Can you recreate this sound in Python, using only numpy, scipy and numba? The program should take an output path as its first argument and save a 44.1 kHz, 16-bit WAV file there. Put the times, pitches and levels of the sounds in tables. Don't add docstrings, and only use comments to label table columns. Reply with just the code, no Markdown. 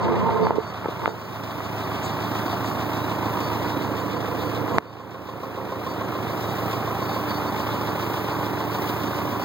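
import sys
import numpy as np
from scipy import signal
from scipy.fft import rfft, irfft
from scipy.io import wavfile
from scipy.ndimage import uniform_filter1d
from numba import njit

SR = 44100
rng = np.random.default_rng(int(sys.argv[2]) if len(sys.argv) > 2 else 0)


def store_pcm(level_fs):
    pcm = np.round(np.clip(level_fs, -1, 1) * 32767).astype(np.int16)
    wavfile.write(sys.argv[1], SR, np.atleast_2d(pcm).T)


N = 416304
T = np.arange(N) / SR
HZ = np.arange(N // 2 + 1) * SR / N + 1e-3

# (frequency [Hz], level [dB per Hz])
ROAR_SPECTRUM = [(55, -90), (85, -66), (300, -62.5), (600, -61.5), (1100, -60), (1700, -69), (2600, -72),
                 (3200, -74), (3800, -75), (4300, -78.5), (5500, -80.5), (7500, -88), (10300, -94),
                 (11600, -85.5), (13500, -79), (15700, -80.5)]
# (frequency [Hz], free fall by 60 dB [s], level [dB], left minus right [dB])
CASE_MODES = [(182, 0.089, -3.5, 5), (247, 0.32, -7, 2.5), (341.6, 0.34, -10.5, -0.5),
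              (438.3, 0.18, -8.5, -18), (481, 0.17, -10, 3), (535, 0.039, -9, 10), (689, 0.12, -11, 9),
              (860, 0.2, -15, 1), (890, 0.13, -9.5, 4), (913, 0.25, -5.5, -1), (1040, 0.049, -6.5, -2.5),
              (1300, 0.057, -19, -1), (2060, 0.041, -21, -2), (3850, 0.0061, -47, -8)]
SIDE = np.array([[.5], [-.5]])


def undb(db):
    return 10 ** (np.asarray(db, float) / 20)


def along(table, column=1):
    return np.interp(np.log(HZ), np.log([row[0] for row in table]), [row[column] for row in table])


def curves(table):
    seconds, *columns = np.transpose(table)
    return [np.interp(T, seconds, column) for column in columns]


def ring(x, hz, t60, part=np.imag):
    pole = np.exp(2j * np.pi * hz / SR - np.log(1000) / (t60 * SR))
    return part(signal.lfilter([1], [1, -pole], x))


def walk(rate):
    k = int(SR / rate)
    steps = np.repeat(rng.standard_normal(N // k + 1), k)
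    return 1.153 * uniform_filter1d(uniform_filter1d(steps, k), k)[:N]


def strikes(seconds, db):
    x = np.zeros(N)
    x[(np.asarray(seconds) * SR).astype(int)] = undb(db)
    return x


def shed_echoes():
    low_pass = 1 / (1 + (HZ / 1100) ** 8)
    shape = undb(along(ROAR_SPECTRUM) - 7.0) * np.sqrt(SR / 2 * low_pass)
    return irfft(np.array([rfft(rng.standard_normal(N)) * shape for _ in range(2)]), N)


def finger_rubs():
    # (start [s], end [s], start level [dB], end level [dB])
    rubs = [(0, 0.48, -15.5, -18.5), (0.492, 0.58, -19, -22), (1.012, 1.05, -19.5, -34),
            (1.058, 1.097, -34, -22), (4.5, 4.785, -54, -21)]
    slips = (rng.random((2, N)) < 1500 / SR) * rng.standard_normal((2, N))
    slips[1] = .9 * slips[0] + .4 * slips[1]
    press = sum((T >= a) * (T < b) * undb(np.interp(T, [a, b], [a_db, b_db])) for a, b, a_db, b_db in rubs)
    press = uniform_filter1d(press, int(.013 * SR))
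    slips = slips / slips.std() * press * undb(1.2 * walk(30))
    rock = np.array([[1], [-1]])
    out = 0
    for k, (hz, t60, db, pan_db) in enumerate(CASE_MODES):
        sign = (-1) ** k * rock ** (hz < 300)
        out = out + sign * undb(db + pan_db * SIDE) * ring(slips, hz, t60) / np.sqrt(t60 * SR / 10)
    return out


def finger_knocks():
    # (time [s], peak level [dB], centre of the modes struck [Hz],
    #          grip damping [ring time is divided by it], left minus right [dB])
    knocks = [(.292, -5.5, 780, 3.1, -1), (0.469, -2, 860, 9.8, -3.5), (0.507, -0.5, 670, 5.7, -0.5),
              (.5826, -8.5, 427, 2.2, -15), (0.845, -17, 1300, 4, -3), (0.857, -12, 497, 6.5, 6),
              (0.86, -11, 1100, 5.2, -2.5), (0.8852, -13, 423, 4.6, 8), (0.924, -19, 900, 8, -3),
              (1.0581, -5, 1700, 5.7, 3), (1.0586, -4, 1060, 10, -5), (1.0774, -4.5, 630, 26, 12),
              (1.0807, -25, 333, 6.9, -7), (1.092, -13, 950, 8, -5), (2.53, -18, 690, 1.7, 2),
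              (4.7455, -14, 700, 8, -2), (4.7839, 10, 993, 66, -0.5)]
    share = np.minimum(np.gradient(np.log2([mode[0] for mode in CASE_MODES])), .2)
    out = np.zeros((2, N))
    for s, db, centre_hz, grip, pan_db in knocks:
        push = np.diff(np.hanning(int(SR / centre_hz / 1.2)) ** 2)
        start, tap = int(s * SR), np.pad(push, (0, 4000))
        spread_oct = .45 * min(grip / 3, 1) ** 3
        knock = 0
        for part, (hz, t60, *_) in zip(share, CASE_MODES):
            near = np.exp(-.5 * (np.log2(hz / centre_hz) / spread_oct) ** 2)
            knock = knock + part * near * ring(tap, hz, min(t60, .11) / grip)
        out[:, start:start + len(tap)] += undb(db + pan_db * SIDE) * knock / abs(knock).max()
    return out


def tin():
    # (frequency [Hz], fall by 60 dB [s])
    modes = [(3560, .03), (3700, 0.045), (3830, .03), (3990, .03)]
    # (start [s], level [dB])
    shakes = [(.87, -49), (1.47, -50), (1.61, -48), (1.8, -45), (2.04, -43), (2.23, -45), (2.48, -44),
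              (2.92, -48), (3.07, -48), (3.789, -48), (4.09, -44), (4.38, -44), (4.53, -46), (5.25, -42),
              (6.11, -47), (6.26, -46), (7.1, -44), (7.68, -42), (7.84, -45), (8.42, -47), (8.71, -49),
              (8.86, -47)]
    # (start [s], length [s], level [dB])
    squeaks = [(2.927, .13, -45), (3.68, 0.13, -49), (6.421, .16, -48)]
    swell = signal.oaconvolve(strikes(*np.transpose(shakes)), np.hanning(int(.068 * SR)))[:N]
    grains = (rng.random(N) < 900 / SR) * rng.standard_normal(N)
    shaken = sum(ring(grains, hz, t60) for hz, t60 in modes)
    loudness = sum(undb(db) * (T > a) * (T < a + length) for a, length, db in squeaks)
    loudness = uniform_filter1d(loudness, size=600) * undb(2.5 * walk(60))
    squeak = loudness * np.cos(2 * np.pi * 3860 * T + .8 * walk(80))
    return swell * shaken / shaken.std() + squeak


def flap(turns, rise_s=.0018, hold_s=.036):
    # (frequency [Hz], twice the fade by 60 dB [s], level [dB])
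    modes = [(3690, .15, -5), (4520, .24, -3), (5770, .16, -9), (6700, .22, -5), (7730, .18, -12)]
    # (time [s], level [dB], extra level of the upper modes [dB])
    clinks = [(0.0094, -36, -10), (0.4204, -34, -22), (0.6729, -35.5, -11), (1.03, -48, -12),
              (1.075, -37, -5), (1.83, -41, -15), (1.9545, -49, -3), (2.03, -37, 4), (2.4573, -41, -7),
              (2.6469, -43, 5), (2.69, -49, -3), (3.241, -48, -5), (3.42, -40, -15), (3.46, -44, -15),
              (3.621, -46, -12), (3.81, -51, -10), (3.965, -55, -14), (4.14, -47, -12), (4.729, -52, 8),
              (4.87, -47, -15), (4.91, -51, -15), (5.2694, -43, -15), (5.887, -38, -6), (6.4782, -39, -6),
              (6.53, -49, -10.5), (7.015, -50, -12), (7.08, -36, -8), (7.115, -41, -17), (7.28, -38, -18),
              (7.34, -40, -17), (7.46, -46, -14), (7.595, -44, -17), (8.41, -48, -13), (8.73, -50, -12),
              (9.06, -42, -10), (9.11, -48, -12), (9.3995, -41, -3)]
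    s, db, upper_db = np.transpose(clinks)
    rise = np.convolve(np.hanning(int(2 * rise_s * SR)), np.ones(int(hold_s * SR)))
    often = 110 / SR * (1 + .9 * np.cos(np.pi * turns - 1.9))
    out = 0
    for k, (hz, double_fade_s, mode_db) in enumerate(modes):
        upper, fade_s = k > 2, double_fade_s / 2
        weak = (rng.random(N) < often) * undb(-58.5 - 6 * upper + 2 * rng.standard_normal(N))
        blow = strikes(s, db + upper_db * upper + 1.2 * rng.standard_normal(len(s)))
        hits = signal.oaconvolve(blow, 2 * rise / rise.sum())[300:N + 300]
        bounces = uniform_filter1d(ring(weak, 0, fade_s, part=np.real), size=200)
        swell = ring(hits, 0, fade_s, part=np.real) + bounces
        tone = np.cos(2 * np.pi * hz * T + 1.3 * walk(110) + 6 * walk(8))
        out = out + undb(mode_db + 2.5 * walk(70)) * swell * tone
    return out


def tappet(turns):
    # (time [s], level [dB])
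    loudness = [(0, -33), (4.75, -31), (5.1, -19.5), (5.7, -18), (6.2, -18.5), (6.35, -24), (6.6, -21),
                (7.2, -21), (7.8, -30), (9.44, -31)]
    ticks = np.diff(np.floor(turns / 2 - 200 / 720), prepend=-1) > 0
    ticks = ticks * undb(curves(loudness)[0] + .8 * rng.standard_normal(N))
    push = signal.lfilter(np.hanning(300) / 150, [1], ticks)
    swell = abs(ring(push, 1e-3, t60=.07, part=np.real))
    return swell * np.cos(2 * np.pi * 1065 * T + .5 * walk(60))


def fan_hum(turns):
    # (time [s], level [dB])
    loudness = [(0, -50), (1.1, -48), (1.6, -44), (4.5, -42.5), (5.2, -43.5), (6.8, -43.5), (7.6, -42),
                (9.44, -42.5)]
    hum = np.cos(2 * np.pi * 21.6 * turns + .3 * walk(3))
    return np.sqrt(2) * undb(curves(loudness)[0] + 1.3 * walk(8)) * hum


def blows(cycle, table, blow_deg, between_db, scatter_db):
    size = undb(scatter_db * rng.standard_normal((80, len(table))))
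    out = undb(between_db)
    for k, (deg, db) in enumerate(table):
        since = cycle - deg / 720
        fade = np.exp(-(since % 1) * 720 / blow_deg)
        out = out + undb(db) * size[since.astype(int), k] * fade
    out = uniform_filter1d(out, size=160)
    return out / np.sqrt(np.mean(out ** 2))


def roar(turns, keep=.94, size=6400):
    # (crank angle [deg], level [dB])
    thumps = [(30, -15), (215, 5), (392, -2), (565, 5)]
    # (crank angle [deg], level [dB])
    knocking = [(55, 2), (150, -6.5), (205, -6.5), (250, -3.5), (325, -8.5), (385, -2), (450, -8.5),
                (545, -8.5), (595, -5), (685, -1)]
    # (crank angle [deg], level [dB])
    rattles = [(28, 0), (115, 0.5), (205, 0.5), (395, -7), (570, 1)]
    # (frequency [Hz], share [0 to 1])
    repeat = [(80, 0.1), (170, 0.4), (250, 0.45), (340, 0.85), (500, 0.85), (900, 0.6), (1300, 0.3),
              (1900, 0.1), (4000, 0.15)]
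    pattern = rng.standard_normal((70, size))
    pattern[1:] *= np.sqrt(1 - keep ** 2)
    pattern = signal.lfilter([1], [1, -keep], pattern, axis=0).ravel()
    cycle = turns / 2 + 1
    clatter = np.interp(cycle * size, np.arange(len(pattern)), pattern)
    share = np.clip(along(repeat), 0, 1)
    gas = rfft(rng.standard_normal(N))
    mix = np.sqrt(share) * rfft(clatter / clatter.std()) + np.sqrt(1 - share) * gas
    mix = mix * undb(along(ROAR_SPECTRUM)) * np.sqrt(SR / 2)
    edges = [1 / (1 + (HZ / hz) ** 4) for hz in (170, 600, 2600, 8000)]
    beats = [blows(cycle, thumps, blow_deg=70, between_db=-2, scatter_db=1.5),
             blows(cycle, knocking, blow_deg=24, between_db=-3, scatter_db=2.2),
             blows(cycle, rattles, blow_deg=70, between_db=-1, scatter_db=3.2)]
    out = irfft(mix * (edges[0] + 1 - edges[3]), N)
    for k, beat in enumerate(beats):
        out = out + beat * irfft(mix * (edges[k + 1] - edges[k]), N)
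    return out


def crank_tones(turns):
    # (multiple of the firing rate, level [dB])
    orders = [(2, -68), (3, -50.5), (4, -42), (5, -48), (5.5, -52), (6.5, -54), (7, -47.5), (12.5, -49.5),
              (13.5, -49.5), (14, -48.5), (15.5, -48.5), (16, -52), (16.5, -52.5), (20.5, -53)]
    fire = 4 * np.pi * (turns - 1 / 4)
    tones = sum(undb(db + 1.1 * walk(11)) * np.cos(k * fire + .054 * k * walk(5)) for k, db in orders)
    return np.sqrt(2) * tones


def aim(x):
    # (time [s], level of bass and middle [dB], level of the treble [dB])
    levels = [(0, 9.5, -8), (.6, 0.5, -7), (1.2, -1.5, -4.5), (1.9, 1, 1.5), (2.8, .5, -1), (3.6, 1, -1.5),
              (4.2, -1, -4), (5.2, 0.5, -6), (6, 1.5, -3), (7, 0.5, -1), (8.3, 0.5, -3), (9.44, 0.5, -2.5)]
    low, high = 1 / (1 + (HZ / 450) ** 2), 1 / (1 + (3500 / HZ) ** 2)
    top = high / (1 + (9000 / HZ) ** 4)
    spectrum = rfft(x)
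    body_db, treble_db = curves(levels)
    treble_db = treble_db + .9 * walk(11) + .6 * walk(5)
    hiss_db = .7 * (T - T.mean()) + .42 * walk(9) + .72 * walk(4.05)
    body = irfft(spectrum * (undb(-.35) * low + 1 - low - high), N)
    treble = irfft(spectrum * (high - top), N) + undb(hiss_db) * irfft(spectrum * top, N)
    return undb(body_db) * body + undb(treble_db) * treble


def swelling_bands(x):
    # (centre frequency [Hz], half width [Hz])
    bands = [(463, 38), (949, 9.8), (304, 105), (1060, 90), (508, 23), (775, 57), (150, 13)]
    # (row of the band [from 0], middle [s], half length [s], level [dB])
    swells = [(0, 2.1, 1.4, -5), (0, 4.45, 0.72, 6), (1, 3.45, 0.51, 6.5), (1, 4.5, 0.26, -12),
              (2, 0.32, 0.5, -5.5), (2, 0.9, 0.76, -5.5), (2, 3.6, 0.9, 1.5), (3, 6.5, 0.46, -3),
              (4, 4.4, 0.35, 3), (4, 5.6, 0.5, 9), (1, 5.7, .5, 4), (5, 6.8, .4, 3.5), (5, 1.3, .6, -3.5),
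              (5, 4.2, 0.55, -4), (6, 6.4, 1.2, 3.5)]
    spectrum, out = rfft(x), x
    for k, (hz, half_hz) in enumerate(bands):
        db = sum(db * np.exp(-((T - s) / length) ** 2) for row, s, length, db in swells if round(row) == k)
        out = out + (undb(db) - 1) * irfft(spectrum / (1 + ((HZ - hz) / half_hz) ** 2), N)
    return out


def crank():
    # (time [s], speed [turns per minute])
    speed = [(0, 829.6), (.8, 818), (2.2, 821.2), (5.7, 832.7), (9.44, 832.65)]
    return -.056 + np.cumsum(curves(speed)[0]) / 60 / SR + .0055 * walk(2)


def lean_right(engine):
    lean_db = 2.5 * np.exp(-((T - 4.6) / .87) ** 2)
    change = undb(-lean_db * SIDE) - 1
    return engine + change * irfft(rfft(engine) / (1 + (HZ / 900) ** 6), N)


def scene():
    turns = crank()
    main = crank_tones(turns) + fan_hum(turns) + roar(turns)
    engine = swelling_bands(aim(main)) + tappet(turns) + flap(turns) + tin()
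    fingers = signal.lfilter([1, -1], [1, -.985], finger_rubs() + finger_knocks())
    return lean_right(engine) + fingers + shed_echoes()


@njit
def follow(x, start, fall):
    e = np.empty(len(x))
    for i in range(len(x)):
        start = max(x[i], start * fall)
        e[i] = start
    return e


def right_port():
    # (frequency [Hz], level [dB], phase ahead [rad])
    ports = [(40, 6.5, .8), (130, 5.5, .35), (300, 6, -.6), (470, 1.3, -.7), (620, -1, -.1), (1000, 2.2, 0),
             (1378, 0, 0)]
    edge = ports[-1][0]
    treble = np.exp(2j * np.pi * (HZ - edge) * 16 / SR)
    return np.where(HZ < edge, undb(along(ports)) * np.exp(1j * along(ports, column=2)), treble)


def record(dry, top_db=-4, start_db=3, release_db=10, knee=3, overload=.61):
    dry = signal.sosfilt(signal.butter(4, 60, "high", fs=SR, output="sos"), dry)
    peak = follow(abs(dry).max(axis=0), float(undb(start_db)), float(undb(-release_db / SR)))
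    gain = (1 + (peak / undb(top_db)) ** knee) ** (-1 / knee)
    smooth = np.exp(-1 / (.0015 * SR))
    gain = signal.lfilter([1 - smooth], [1, -smooth], gain, zi=[smooth * gain[0]])[0]
    gain = np.pad(gain[SR // 2000:], (0, SR // 2000), mode="edge")
    even = dry * gain
    band = signal.butter(3, [120, 5500], "band", fs=SR, output="sos")
    bend = signal.sosfilt(band, overload * np.tanh(even / overload) - even)
    left, right = even + bend
    both = np.array([left, irfft(rfft(right) * right_port(), N)])
    steep_top = signal.ellip(10, .2, 70, 15800, fs=SR, output="sos")
    return signal.sosfilt(steep_top, np.clip(both, -1, 1))


dry = scene()
out = record(dry)
store_pcm(out)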